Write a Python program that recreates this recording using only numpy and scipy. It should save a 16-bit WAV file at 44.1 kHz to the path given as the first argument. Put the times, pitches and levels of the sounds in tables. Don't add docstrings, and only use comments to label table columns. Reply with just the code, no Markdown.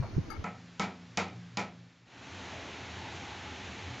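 import sys
import numpy as np
from scipy import signal
from scipy.fft import rfft, irfft
from scipy.io import wavfile
from scipy.ndimage import uniform_filter1d

SR = 44100
rng = np.random.default_rng(int(sys.argv[2]) if len(sys.argv) > 2 else 0)


def field_ratio(decibels):
    return 10 ** (np.asarray(decibels, dtype=float) / 20)


def materialize(psi):
    bounded = np.clip(np.atleast_2d(psi).T, -1, 1)
    quanta = np.round(bounded * 32767).astype(np.int16)
    wavfile.write(sys.argv[1], SR, quanta)


N = 176400
t = np.arange(N) / SR
CUT_S = .444


def curve(points, hz):
    p = np.array(points, float)
    return np.interp(np.log(hz + 1), np.log(p[:, 0]), p[:, 1])


def set_rms(x, db):
    return x * field_ratio(db) / np.sqrt(np.mean(x ** 2))


def band(x, hz, width):
    edges = np.clip([hz - width / 2, hz + width / 2], 10, .49 * SR)
    return signal.sosfilt(signal.butter(2, edges, "band", fs=SR, output="sos"), x)


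def walk(rate):
    step_samples = int(SR / rate)
    steps = np.repeat(rng.standard_normal(int(N / 400)), step_samples)[:N]
    wander = uniform_filter1d(steps, step_samples)
    return wander / np.std(wander)


def hiss(points, flicker_db, rate, t60=None, size=N):
    hold_s = 0.028
    hz = np.fft.rfftfreq(size, 1 / SR)
    spectrum = rfft(rng.standard_normal(size)) * field_ratio(curve(points[:-2], hz))
    out = 0
    for octave in np.arange(4, 15, .5):
        share = np.clip(1 - 2 * abs(np.log2(hz + 1) - octave), 0, 1)
        part = irfft(spectrum * share, size)
        if t60 is None:
            out = out + part * field_ratio(flicker_db * walk(rate))
        else:
            dying_s = np.maximum(t[:size] - hold_s, 0)
            out = out + part * field_ratio(-60 * dying_s / curve(t60, 2 ** octave))
    return out


def ring(modes, size, rough_db, rate):
    u = t[:size]
    out = np.zeros(size)
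    for k, (hz, db, t60) in enumerate(modes):
        sign = (-1) ** k if hz > 300 else 1
        envelope = field_ratio(db - 60 * u / t60 + rough_db * walk(rate)[:size])
        out = out + sign * envelope * np.sin(2 * np.pi * hz * u)
    return out


def add(out, x, at):
    i = int(at * SR)
    out[..., i:i + x.shape[-1]] += x[..., :N - i]


def puff(at, db, hz, width, rise, t60):
    u = np.maximum(t - at, 0)
    noise = set_rms(band(rng.standard_normal(N), hz, width), db)
    return noise * (1 - np.exp(-u / rise)) * field_ratio(-60 * u / t60)


def colour(x, points):
    return irfft(rfft(x) * field_ratio(curve(points, np.fft.rfftfreq(N, 1 / SR))), N)


def wind():
    # frequency in Hz, relative level per Hz in dB.
    wind_colour = [(12, -40), (20, 3), (162, -5), (229, -5), (366, -6), (456, -12.5), (766, -16.5),
                   (2150, -23), (2380, -25), (6520, -32.5), (7200, -38.5), (9360, -59.5), (15800, -120)]
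    # frequency in Hz, gain in dB.
    recording_filter = [(6600, 0), (7500, -6), (7850, -45), (8600, -45), (8850, -14), (11800, -13),
                        (12300, -20), (15400, -24), (15800, -80)]
    mid = colour(set_rms(hiss(wind_colour, 1.2, 25), -46.5), recording_filter)
    side = colour(set_rms(hiss(wind_colour, 1.2, 25), -52.5), recording_filter)
    return mid, side


def thumps():
    # time of the peak in seconds, mid peak in dB, mid pitch in Hz,
    # length in seconds, side level relative to mid in dB.
    thump_rows = [(.002, -20.5, 100, 0.0095, -9), (0.017, -30.5, 139, 0.036, -11),
                  (0.049, -34.5, 105, .035, -9), (0.145, -35.5, 99.7, 0.025, -13),
                  (0.169, -20, 90.7, 0.0067, -6), (0.186, -20.5, 150, 0.017, -10),
                  (.182, -26, 300, 0.006, -3), (0.201, -30.5, 89.7, 0.033, -10),
                  (0.288, -44.5, 302.5, 0.016, -5), (0.335, -48, 324.5, 0.056, -6),
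                  (0.394, -31, 85.8, 0.025, -15)]
    mid, side = np.zeros(N), np.zeros(N)
    for at, db, hz, length, side_db in thump_rows:
        shape = field_ratio(db) * np.exp(-(2 * (t - at) / length) ** 2)
        phase = rng.random(2)
        mid = mid + shape * np.sin(2 * np.pi * (hz * t + phase[0]))
        side = side + shape * field_ratio(side_db) * np.sin(2 * np.pi * (1.4 * hz * t + phase[1]))
    return mid, side


def whine():
    out = np.zeros(N)
    for hz, db in [(2300, -64), (4300, -66), (11700, -88)]:
        out = out + set_rms(band(rng.standard_normal(N), hz, 120), db)
    return out * field_ratio(-50 * t)


def knock():
    return puff(at=.024, db=-41, hz=760, width=640, rise=0.001, t60=0.25)


def clink():
    start_s, stop_s, level_db = .301, .378, -45.5
    # frequency in Hz, relative level in dB, time to fall 60 dB in seconds.
    steel = [(850, -5.5, 0.63), (1205, -4.5, 0.38), (1296, -1.5, 0.74), (1664, -5, 0.27), (2184, -9.5, 1),
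             (4685, -1.5, 0.13), (6240, -17, 0.2), (6500, -14, .1), (9300, -26, 0.16), (9870, -20, .18),
             (11320, -18, 0.12), (13770, -35.5, .4), (14600, -46, 0.415)]
    out = np.zeros(N)
    for hz, db, t60 in steel:
        out = out + puff(start_s, level_db + db, hz, 94 + 0.014 * hz, 0.0012, t60)
    return out * np.clip((stop_s - t) / .01, .1, 1)


def windy_shot():
    wind_mid, wind_side = wind()
    thump_mid, thump_side = thumps()
    ringing = whine() + clink()
    mid = wind_mid + thump_mid + knock() + ringing
    side = wind_side + thump_side + ringing * field_ratio(-2.5)
    return np.array([mid + side, mid - side]) * np.clip((CUT_S - t) / 0.0059, 0, 1)


def yard():
    # frequency in Hz, relative level per Hz in dB.
    yard_colour = [(25, -35), (60, -10), (100, -8.5), (150, -10), (250, -12), (500, -16), (900, -17.5),
                   (2000, -16.5), (4000, -21.5), (7200, -28), (9000, -28), (16000, -28)]
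    # frequency in Hz, rms level before wavering in dB, waver of level in dB.
    hum_rows = [(118, -63.5, 6), (278.6, -78.5, 0)]
    hum = np.zeros(N)
    for hz, db, waver_db in hum_rows:
        peak = np.sqrt(2) * field_ratio(db + waver_db * walk(12))
        hum = hum + peak * np.sin(2 * np.pi * (hz * t + 0.041 * walk(1.7)))
    return set_rms(hiss(yard_colour, 0.33, 8.9), -58) + hum


def hammer():
    # start in seconds, overall level in dB, then gains in dB for treble, bass, pipe ring.
    taps = [(0.441, -28, -8.5, 3, 1), (0.796, -21, 2, -2.5, -1), (1.173, -18.5, 3.5, -3.5, -1),
            (1.571, -19.5, 2.5, -4.5, -2.5)]
    # frequency in Hz, relative level in dB, time to fall 60 dB in seconds.
    pipe = [(461, -5, .4), (590, -14, .4), (732, -8, .45), (786, -8, .5), (824, -8, .35), (930, -9, .2),
            (990, -3, .16), (1210, -11, .25), (1300, -1, .22), (1378, -6, .2), (1880, -6, .13),
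            (2035, -10, .3), (2215, -8, .4), (2420, -8, .35), (2560, -7, .08)]
    column = [(93, -13, 1), (196.7, 1.5, 0.38), (250.7, -18, 1.8)]
    column_pair = [(173, -7, 1.6), (177, -8.5, 1.2)]
    # frequency in Hz, relative level per Hz in dB.
    tail_colour = [(140, -35), (230, -6.5), (460, -5), (600, -4.5), (800, 2.5), (1000, -2), (1130, -7),
                   (1310, -1), (1600, -8), (2300, -4), (2700, -13.5), (4500, -18.5), (7200, -21.5),
                   (9000, -20), (16000, -20)]
    # frequency in Hz, time to fall 60 dB in seconds.
    tail_t60 = [(80, 0.4), (180, 0.97), (400, .5), (800, 0.33), (1600, 0.26), (3000, 0.34), (6000, 0.21),
                (12000, 0.18)]
    # delay in seconds, level in dB.
    echoes = [(.021, -8.5), (.044, -10), (.07, -23.5), (.11, -20.5)]
    pipe_db, crack_db, tail_db, crack_t60_s = -15.5, -4, -15, 0.023
    out, size = np.zeros(N), 40000
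    u = t[:size]
    for at, db, treble_db, bass_db, ring_db in taps:
        tail = hiss(tail_colour, 0, 1, tail_t60, size=size)
        tail = tail / np.std(tail[:2000])
        tail = field_ratio(tail_db) * tail * (1 - np.exp(-u / 0.0011))
        crack = band(rng.standard_normal(size), 4300, 4400) * field_ratio(crack_db - 60 * u / crack_t60_s)
        body = field_ratio(pipe_db + ring_db) * ring(pipe, size=size, rough_db=2.0, rate=52)
        tap = tail + crack + body
        for late, echo_db in echoes:
            add(tap, (field_ratio(echo_db) * (body + .3 * crack))[:size // 2], late)
        tap = tap + (field_ratio(treble_db) - 1) * band(tap, 6150, 8200)
        air = ring(column + column_pair, size=size, rough_db=-3.2, rate=5)
        air = field_ratio(bass_db - 14) * (1 - np.exp(-u / 0.003)) * air
        add(out, field_ratio(db) * (tap + air), at)
    return out


def roar():
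    # frequency in Hz, relative level per Hz in dB.
    roar_colour = [(25, -23), (55, -7), (85, -6), (150, -7.5), (260, -8), (570, -11.5), (870, -12.5),
                   (1200, -12), (2200, -10.5), (3400, -14.5), (4200, -17), (4700, -22.5), (6400, -22),
                   (7200, -26.5), (9000, -25), (16000, -25)]
    return set_rms(hiss(roar_colour, 0.27, 10), -46)


def boom():
    # centre in Hz, width in Hz, rms level before swelling in dB.
    resonances = [(115, 22, -59.5), (191, 31, -61.5), (266, 23, -60.5), (351.4, 61, -62.5),
                  (690, 40, -64.5), (844, 140, -57.5)]
    out = np.zeros(N)
    for hz, width, db in resonances:
        out = out + set_rms(band(rng.standard_normal(N), hz, width), db) * field_ratio(2.0 * walk(9))
    return out


def surge():
    # time in seconds, rms level in dB ahead of a 2.5 dB cut.
    surge_levels = [(2.3, -60), (2.328, -47.5), (2.532, -57), (2.578, -46), (2.64, -60.5), (3.01, -46.5),
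                    (3.076, -72), (3.128, -51.5), (3.17, -48), (3.27, -60), (3.312, -55), (3.516, -48),
                    (3.606, -59), (3.658, -46.5), (3.814, -59), (3.872, -39), (3.97, -69), (4.0, -48)]
    times, levels = np.array(surge_levels).T
    peak = field_ratio(np.interp(t, times, levels) - 2.5) * np.sqrt(2)
    return peak * np.sin(2 * np.pi * (85 * t + 0.21 * walk(11)))


def box():
    # start in seconds, rms level before shaping in dB, centre in Hz,
    # width in Hz, rise in seconds, time to fall 60 dB in seconds.
    box_rows = [(2.2, -56, 6300, 2500, .05, 1.2), (2.532, -48, 670, 200, .002, .3),
                (2.533, -58, 5500, 4000, .001, .06), (2.56, -46, 580, 150, .02, .4),
                (2.75, -50, 3300, 2000, .3, 2.5), (2.91, -62, 6000, 4000, .001, .05),
                (3.06, -50, 900, 300, .03, .6), (3.1, -51, 6300, 2600, .06, .7),
                (3.6, -58, 6500, 3000, .06, .8)]
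    return sum(puff(*row) for row in box_rows)


def site():
    return roar() + boom() + surge() + box()


def scene():
    # frequency in Hz, gain in dB.
    recording_filter = [(25, -20), (50, -4), (75, 1.5), (7200, 1), (7700, -9), (8500, -33), (10200, -30),
                        (11500, -33), (13000, -47), (15400, -33), (15800, -93)]
    windy = windy_shot()
    tapping = yard() * (t > CUT_S - .004) + hammer()
    tapping = tapping * np.interp(t, (1.44, 2.49), [1, 0])
    building = site() * np.interp(t, (2.047, 2.443), [0, 1]) ** 0.75
    return windy + colour(tapping + building, recording_filter)


def roll_off(x):
    return signal.sosfilt(signal.butter(12, 15600, fs=SR, output="sos"), x)


def record(dry):
    return roll_off(dry)


dry = scene()
out = record(dry)
materialize(out)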